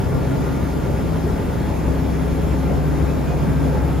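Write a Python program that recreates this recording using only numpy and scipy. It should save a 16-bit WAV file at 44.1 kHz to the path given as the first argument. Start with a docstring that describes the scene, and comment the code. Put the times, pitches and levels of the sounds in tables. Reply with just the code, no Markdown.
"""A deep throb and drone in a roar of air: the cabin of a light aircraft in level flight, heard from
inside on two closely spaced microphone ports. A four-cylinder engine turns a two-blade propeller through
a gearbox. The blades throb, the engine's orders drone and ring in the panels, and a hum swells between
them. Gears whine faintly, air whistles through a gap and the slipstream roars around the cabin.
Brief, rough, pitched swells rise out of the roar, and two faint squeaks come near the end."""
import sys
import numpy as np
from scipy import signal
from scipy.fft import irfft
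from scipy.io import wavfile
from scipy.ndimage import uniform_filter1d

SR = 44100
rng = np.random.default_rng(int(sys.argv[2]) if len(sys.argv) > 2 else 0)


def store_wav(level_fs):
    """Save 16-bit WAV to argv[1]."""
    pcm = np.round(np.clip(np.atleast_2d(level_fs), -1, 1) * 32767)
    wavfile.write(sys.argv[1], SR, pcm.T.astype(np.int16))


N = 176400
TIME = np.arange(N) / SR


def amp(db):
    """Decibels to gain."""
    return 10 ** (np.asarray(db) / 20)


def unit_rms(x):
    """Scales to rms 1."""
    return x / np.sqrt(np.mean(abs(x) ** 2) + 1e-20)


def curves(points):
    """One control curve, sample by sample, for each column after the time."""
    times, *columns = np.transpose(points)
    return [np.interp(TIME, times, column) for column in columns]


def curve(points):
    """The control curve of a two-column table."""
    return curves(points)[0]


def at_freq(points, hz):
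    """A table's value on a log-frequency axis."""
    freqs, values = np.transpose(points)
    return np.interp(np.log(hz + 1), np.log(freqs + 1), values)


def pan(db):
    """Gains at the two ports, the left louder by db."""
    return amp(np.array([[db], [-db]]) / 2)


def swell(peak_s, length_s):
    """A bell-shaped rise and fall, length_s wide at about 60% of its height."""
    return np.exp(-(2 * (TIME - peak_s) / length_s) ** 2 / 2)


def drift(rate_hz):
    """Slow complex random motion of rms about 1."""
    count, span_s = 2048, 8
    hz = np.fft.fftfreq(count, span_s / count)
    motion = np.fft.ifft(np.exp(2j * np.pi * rng.random(count) - (hz / rate_hz) ** 2 / 2))
    return np.interp(TIME, np.arange(count) * span_s / count, unit_rms(motion))


def wandering(hz, wander_hz, rate_hz):
    """Turns of a tone whose pitch strays at random."""
    return np.cumsum(hz + wander_hz * unit_rms(drift(rate_hz).real)) / SR


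def wavering(turns, waver, rate_hz, apart):
    """A tone of rms 1 in turbulent air: both ports share `waver`, and each strays alone by `apart`."""
    per_port = np.array([drift(rate_hz), drift(rate_hz)])
    swing = unit_rms(1 + waver * drift(rate_hz) + apart * per_port)
    return np.sqrt(2) * (swing * np.exp(2j * np.pi * (turns + rng.random()))).real


def harmonics(table, turns, waver, rate_hz, apart):
    """Wavering multiples of a rotation, each with its own level and pan."""
    return sum(amp(db) * pan(pan_db) * wavering(round(multiple) * turns, waver, rate_hz, apart)
               for multiple, db, pan_db in table)


# Blade throb inside the cabin, a little to the left: time_s, level_db
BLADE_THROB = [(0, -33), (.6, -28), (1.05, -26.5), (1.5, -30.5), (1.9, -25.5), (2.45, -23.5), (2.85, -24),
               (3.3, -25.5), (3.75, -22), (4, -23)]
# Second and fourth blade harmonics: time_s, second_db, fourth_db
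BLADE_OVERTONES = [(0, -24.5, -42.5), (.2, -23.5, -31.5), (.55, -33, -32.5), (.85, -32, -39.5),
                   (1.1, -40, -37), (1.4, -35, -45), (1.85, -60, -40.5), (2.1, -41, -31.5),
                   (2.35, -41, -39.5), (2.6, -43, -34.5), (2.85, -54, -36.5), (3.05, -56, -33),
                   (3.35, -31, -37.5), (3.65, -38, -31), (4, -29, -40)]
# Other blade harmonics: blade_multiple, level_db, left_over_right_db
BLADE_HARMONICS = [(3, -43, -19), (5, -41, 4), (6, -43.5, 4)]

def propeller(blade):
    """Each passing blade pushes the air: a clean deep throb with ragged overtones."""
    throb = amp(curve(BLADE_THROB)) * pan(4) * np.sqrt(2) * np.cos(2 * np.pi * blade)
    second_db, fourth_db = curves(BLADE_OVERTONES)
    second = amp(second_db) * pan(-3) * wavering(2 * blade, waver=0.37, rate_hz=5.6, apart=0.68)
    fourth = amp(fourth_db) * pan(17) * wavering(4 * blade, waver=0.65, rate_hz=5.5, apart=0.45)
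    ragged = harmonics(BLADE_HARMONICS, blade, waver=1.0, rate_hz=11, apart=1.0)
    return throb + second + fourth + ragged


# Firing tone, centred between the ports: time_s, level_db
FIRING_LEVEL = [(0, -27.5), (.8, -34.5), (1.15, -25), (1.55, -31.5), (1.9, -29.5), (2.4, -29), (3.1, -36),
                (3.4, -29), (4, -31)]
# Low engine orders in the cabin: cycle_multiple, level_db, left_over_right_db
LOW_ORDERS = [(1, -39.5, 7), (2, -44.5, -8), (6, -43, -6.5)]

def engine(cycle):
    """Four cylinders fire once each per cycle, over the steady drone of the low orders."""
    firing = amp(curve(FIRING_LEVEL)) * wavering(4 * cycle, waver=0.075, rate_hz=1.3, apart=0.12)
    drone = harmonics(LOW_ORDERS, cycle, waver=0.19, rate_hz=1.0, apart=0.11)
    return firing + drone


# Panels ringing around the microphone: cycle_multiple, level_db, left_over_right_db
PANEL_ORDERS = [(14, -58, 9), (18, -53, -6), (21, -52, 21.5), (22, -52, -15.5), (23, -70, 7), (27, -66, 20),
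                (29, -59, 20), (30, -56.5, -15), (38, -73, -6), (49, -60, -8), (52, -73, 0), (54, -64, 1)]
# Orders that come and go: cycle_multiple, peak_s, length_s, level_db
SWELLING_ORDERS = [(32, 3.91, 0.81, -49), (39, 3.4, 1.4, -50.5)]

def cabin_panels(cycle):
    """The engine's higher orders ring loosely in the panels; two more swell up late."""
    ringing = harmonics(PANEL_ORDERS, cycle, waver=0.87, rate_hz=3.6, apart=0.71)
    for multiple, peak_s, length_s, db in SWELLING_ORDERS:
        tone = wavering(round(multiple) * cycle, waver=0.33, rate_hz=4, apart=0.36)
        ringing += amp(db) * swell(peak_s, length_s) * tone
    return ringing


# Cabin hum, almost centred: time_s, level_db
HUM_LEVEL = [(0, -35), (.8, -31), (1.4, -36), (2.1, -33), (2.55, -30.5), (2.82, -20.5), (3.15, -28.5),
             (3.5, -22), (3.7, -22.5), (4, -37)]

def hum(turns):
    """Engine vibration mixes with the blade rate: a swelling hum that beats against the firing tone."""
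    port_phase_rad = np.array([[-1.33], [0]])  # the left port lags
    phase = 2 * np.pi * (turns + rng.random()) + port_phase_rad
    note = amp(curve(HUM_LEVEL)) * np.sqrt(2) * np.cos(phase)
    octave = amp(-48) * wavering(2 * turns, waver=0.63, rate_hz=1.8, apart=0.49)
    return pan(-1) * (note + octave)


# Gearbox, faint from inside the cabin: time_s, pitch_hz, level_db, octave_db
GEARBOX_TONE = [(0, 1712, -56, -70), (.4, 1707, -57, -69), (1, 1693, -66, -68), (1.4, 1692, -61, -64),
                (1.9, 1691, -53, -61), (2.45, 1689, -56, -61), (2.8, 1692, -66, -68), (3.2, 1692, -59, -61),
                (3.5, 1690, -53, -63), (4, 1688, -61, -63)]

def gear_whine():
    """Meshing gears give a slightly unsteady whine and its octave."""
    pitch_hz, level_db, octave_db = curves(GEARBOX_TONE)
    turns = wandering(pitch_hz, wander_hz=5, rate_hz=12)
    note = amp(level_db) * wavering(turns, waver=0.29, rate_hz=11, apart=0.3)
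    octave = amp(octave_db) * wavering(2 * turns, waver=1.1, rate_hz=12, apart=0.5)
    return note + octave


# Thin whistle in the cabin: time_s, pitch_hz, level_db
GAP_TONE = [(0, 1394, -46.5), (.65, 1404, -48), (1.2, 1376, -49), (1.8, 1360, -65), (2.3, 1374, -50),
            (4, 1378, -53)]

def gap_whistle():
    """Air whistles through a gap in a fluttering tone."""
    pitch_hz, level_db = curves(GAP_TONE)
    return amp(level_db) * wavering(np.cumsum(pitch_hz) / SR, waver=0.9, rate_hz=13, apart=0.93)


def cabin_resonances(hz, depth_db=0.9, width_hz=36, from_hz=900):
    """Crowded resonances colour the roar: small random peaks and dips in the middle and treble."""
    bins = max(2, int(width_hz / hz[1]))
    ripple = unit_rms(uniform_filter1d(rng.standard_normal(len(hz)), size=bins))
    return amp(depth_db * ripple * hz / (hz + from_hz))


def turbulence(air, patch_db=1.1, flicker_db=0.24):
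    """The roar rises and falls in patches of time and frequency, and flickers slightly as a whole."""
    frames = signal.stft(air, nperseg=512, noverlap=384)[2]
    across_bands = uniform_filter1d(rng.standard_normal(frames.shape[1:]), size=9, axis=0)
    patches = unit_rms(uniform_filter1d(across_bands, size=20, axis=1))
    flicker = unit_rms(uniform_filter1d(rng.standard_normal(frames.shape[2]), size=14))
    gain = amp(patch_db * patches + flicker_db * flicker)
    return signal.istft(frames * gain, nperseg=512, noverlap=384)[1][:, :N]


# Slipstream spectrum from inside the cabin: freq_hz, relative_density_db
ROAR_SPECTRUM = [(10, -33), (30, -23), (45, -10.5), (65, -4), (100, -1), (125, -3), (150, -4.5), (175, -3),
                 (225, -7.5), (255, -6), (300, -7), (355, -11.5), (400, -8), (480, -12), (560, -12),
                 (640, -15), (700, -15), (780, -18), (900, -18), (1000, -21), (1130, -24.5), (1260, -26.5),
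                 (1400, -25), (1650, -28.5), (1950, -31), (2350, -31.5), (2550, -35), (2750, -35),
                 (2900, -37.5), (3100, -36.5), (3800, -39), (4400, -41.5), (5200, -41), (7500, -42.5),
                 (9700, -41), (11500, -43.5), (12800, -48.5), (15500, -51)]
# How alike the roar is in left and right; the highest treble is mono: freq_hz, coherence
ROAR_COHERENCE = [(40, .93), (90, .85), (140, .5), (195, .85), (280, .45), (400, .65), (550, .42),
                  (750, .25), (1150, .35), (1600, .8), (2100, .9), (3000, .77), (5200, .73), (5800, .5),
                  (7400, .55), (8100, .8), (8350, .99), (8900, .99), (9600, .75), (11400, .6), (12300, .75),
                  (12900, .99)]
# Balance of the roar between the ports: freq_hz, left_over_right_db
PORT_BALANCE = [(40, 10), (130, 2), (250, -1.5), (380, -1), (520, 5), (750, 0), (1050, 2.5), (1400, 0.5),
                (15000, -0.5)]
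# Phase of the roar between the ports: freq_hz, left_lead_rad
PORT_PHASE = [(20, 0), (450, .1), (720, 1.2), (1100, .3), (2000, 0), (3200, -.55), (5200, -.45),
              (5850, 1.5), (6700, .7), (7300, 1.4), (7700, 2.4), (8600, 3.14), (9700, 3.8), (11500, 4.8),
              (12000, 5.6), (12700, 6.28)]
# Slight changes in the airflow: time_s, gain_db
AIRFLOW_GAIN = [(0, 0.5), (.7, 0.4), (1.6, 0.3), (2.3, 0), (3.3, 0.2), (4, 0.06)]

def slipstream(crank, level_db=-22.5, pulse_depth=0.032, pulse_from_hz=630):
    """Turbulent air roars around the cabin; its upper part pulses lightly once per crankshaft turn."""
    hz = np.fft.rfftfreq(N, 1 / SR)
    noise = np.exp(2j * np.pi * rng.random((2, len(hz))))
    coherence = np.clip(at_freq(ROAR_COHERENCE, hz), 0, 1)
    mid, side = np.sqrt(1 + coherence) * noise[0], np.sqrt(1 - coherence) * noise[1]
    to_left = amp(at_freq(PORT_BALANCE, hz) / 2) * np.exp(0.5j * at_freq(PORT_PHASE, hz))
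    ports = np.array([(mid + side) * to_left, (mid - side) / to_left])
    spectrum = ports * amp(at_freq(ROAR_SPECTRUM, hz)) * cabin_resonances(hz)
    upper = irfft(spectrum * hz ** 2 / (hz ** 2 + pulse_from_hz ** 2), N)
    air = irfft(spectrum, N) + pulse_depth * np.cos(2 * np.pi * crank) * upper
    return amp(level_db + curve(AIRFLOW_GAIN)) * unit_rms(turbulence(air))


# Swells in the roar around the microphone: peak_s, length_s, pitch_hz, level_db
ROAR_SWELLS = [(.32, 0.52, 399.2, -34.5), (1.262, 0.052, 379.3, -27), (2.93, .13, 290, -28.5),
               (3.33, 0.044, 714, -36), (3.741, 0.057, 520, -27.5)]

def roar_swells():
    """Brief, rough, pitched swells in the roar."""
    out = np.zeros((2, N))
    for peak_s, length_s, pitch_hz, db in ROAR_SWELLS:
        turns = wandering(pitch_hz, wander_hz=20, rate_hz=40)
        out += amp(db) * swell(peak_s, length_s) * wavering(turns, waver=0.52, rate_hz=39, apart=0.59)
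    return out


# Squeaks somewhere in the cabin: peak_s, length_s, pitch_hz, level_db
CABIN_SQUEAKS = [(3.1, .04, 2552, -49.5), (3.305, .075, 2455, -47)]

def squeaks(rise_hz_per_s=1100):
    """Two faint, unsteady squeaks, each rising in pitch."""
    out = np.zeros((2, N))
    for peak_s, length_s, pitch_hz, db in CABIN_SQUEAKS:
        turns = wandering(pitch_hz + rise_hz_per_s * (TIME - peak_s), wander_hz=18, rate_hz=40.6)
        out += amp(db) * swell(peak_s, length_s) * wavering(turns, waver=0.5, rate_hz=29, apart=0.27)
    return out


# Crankshaft speed in level flight: time_s, turns_per_s
CRANK_SPEED = [(0, 81.0), (.5, 81.3), (1.2, 80.92), (1.8, 80.78), (2.5, 80.83), (3.2, 80.76), (4, 80.56)]
GEAR_RATIO, BLADES = 17 / 7, 2

def scene():
    """In the cabin: propeller, engine, panels and hum follow the crankshaft; air roars around them."""
    crank = np.cumsum(curve(CRANK_SPEED)) / SR  # turns so far
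    blade = crank * BLADES / GEAR_RATIO  # blade passes so far
    cycle = crank / 2  # a four-stroke cycle takes two turns
    machinery = propeller(blade) + engine(cycle) + cabin_panels(cycle) + hum(crank + blade)
    return machinery + gear_whine() + gap_whistle() + slipstream(crank) + roar_swells() + squeaks()


def record(dry):
    """The recorder cuts off the highest treble from both microphone ports."""
    cutoff_hz = 15650
    lowpass = signal.firwin(511, cutoff_hz, window=("kaiser", 9), fs=SR)
    return signal.oaconvolve(dry, lowpass[None], "same")


dry = scene()
out = record(dry)
store_wav(out)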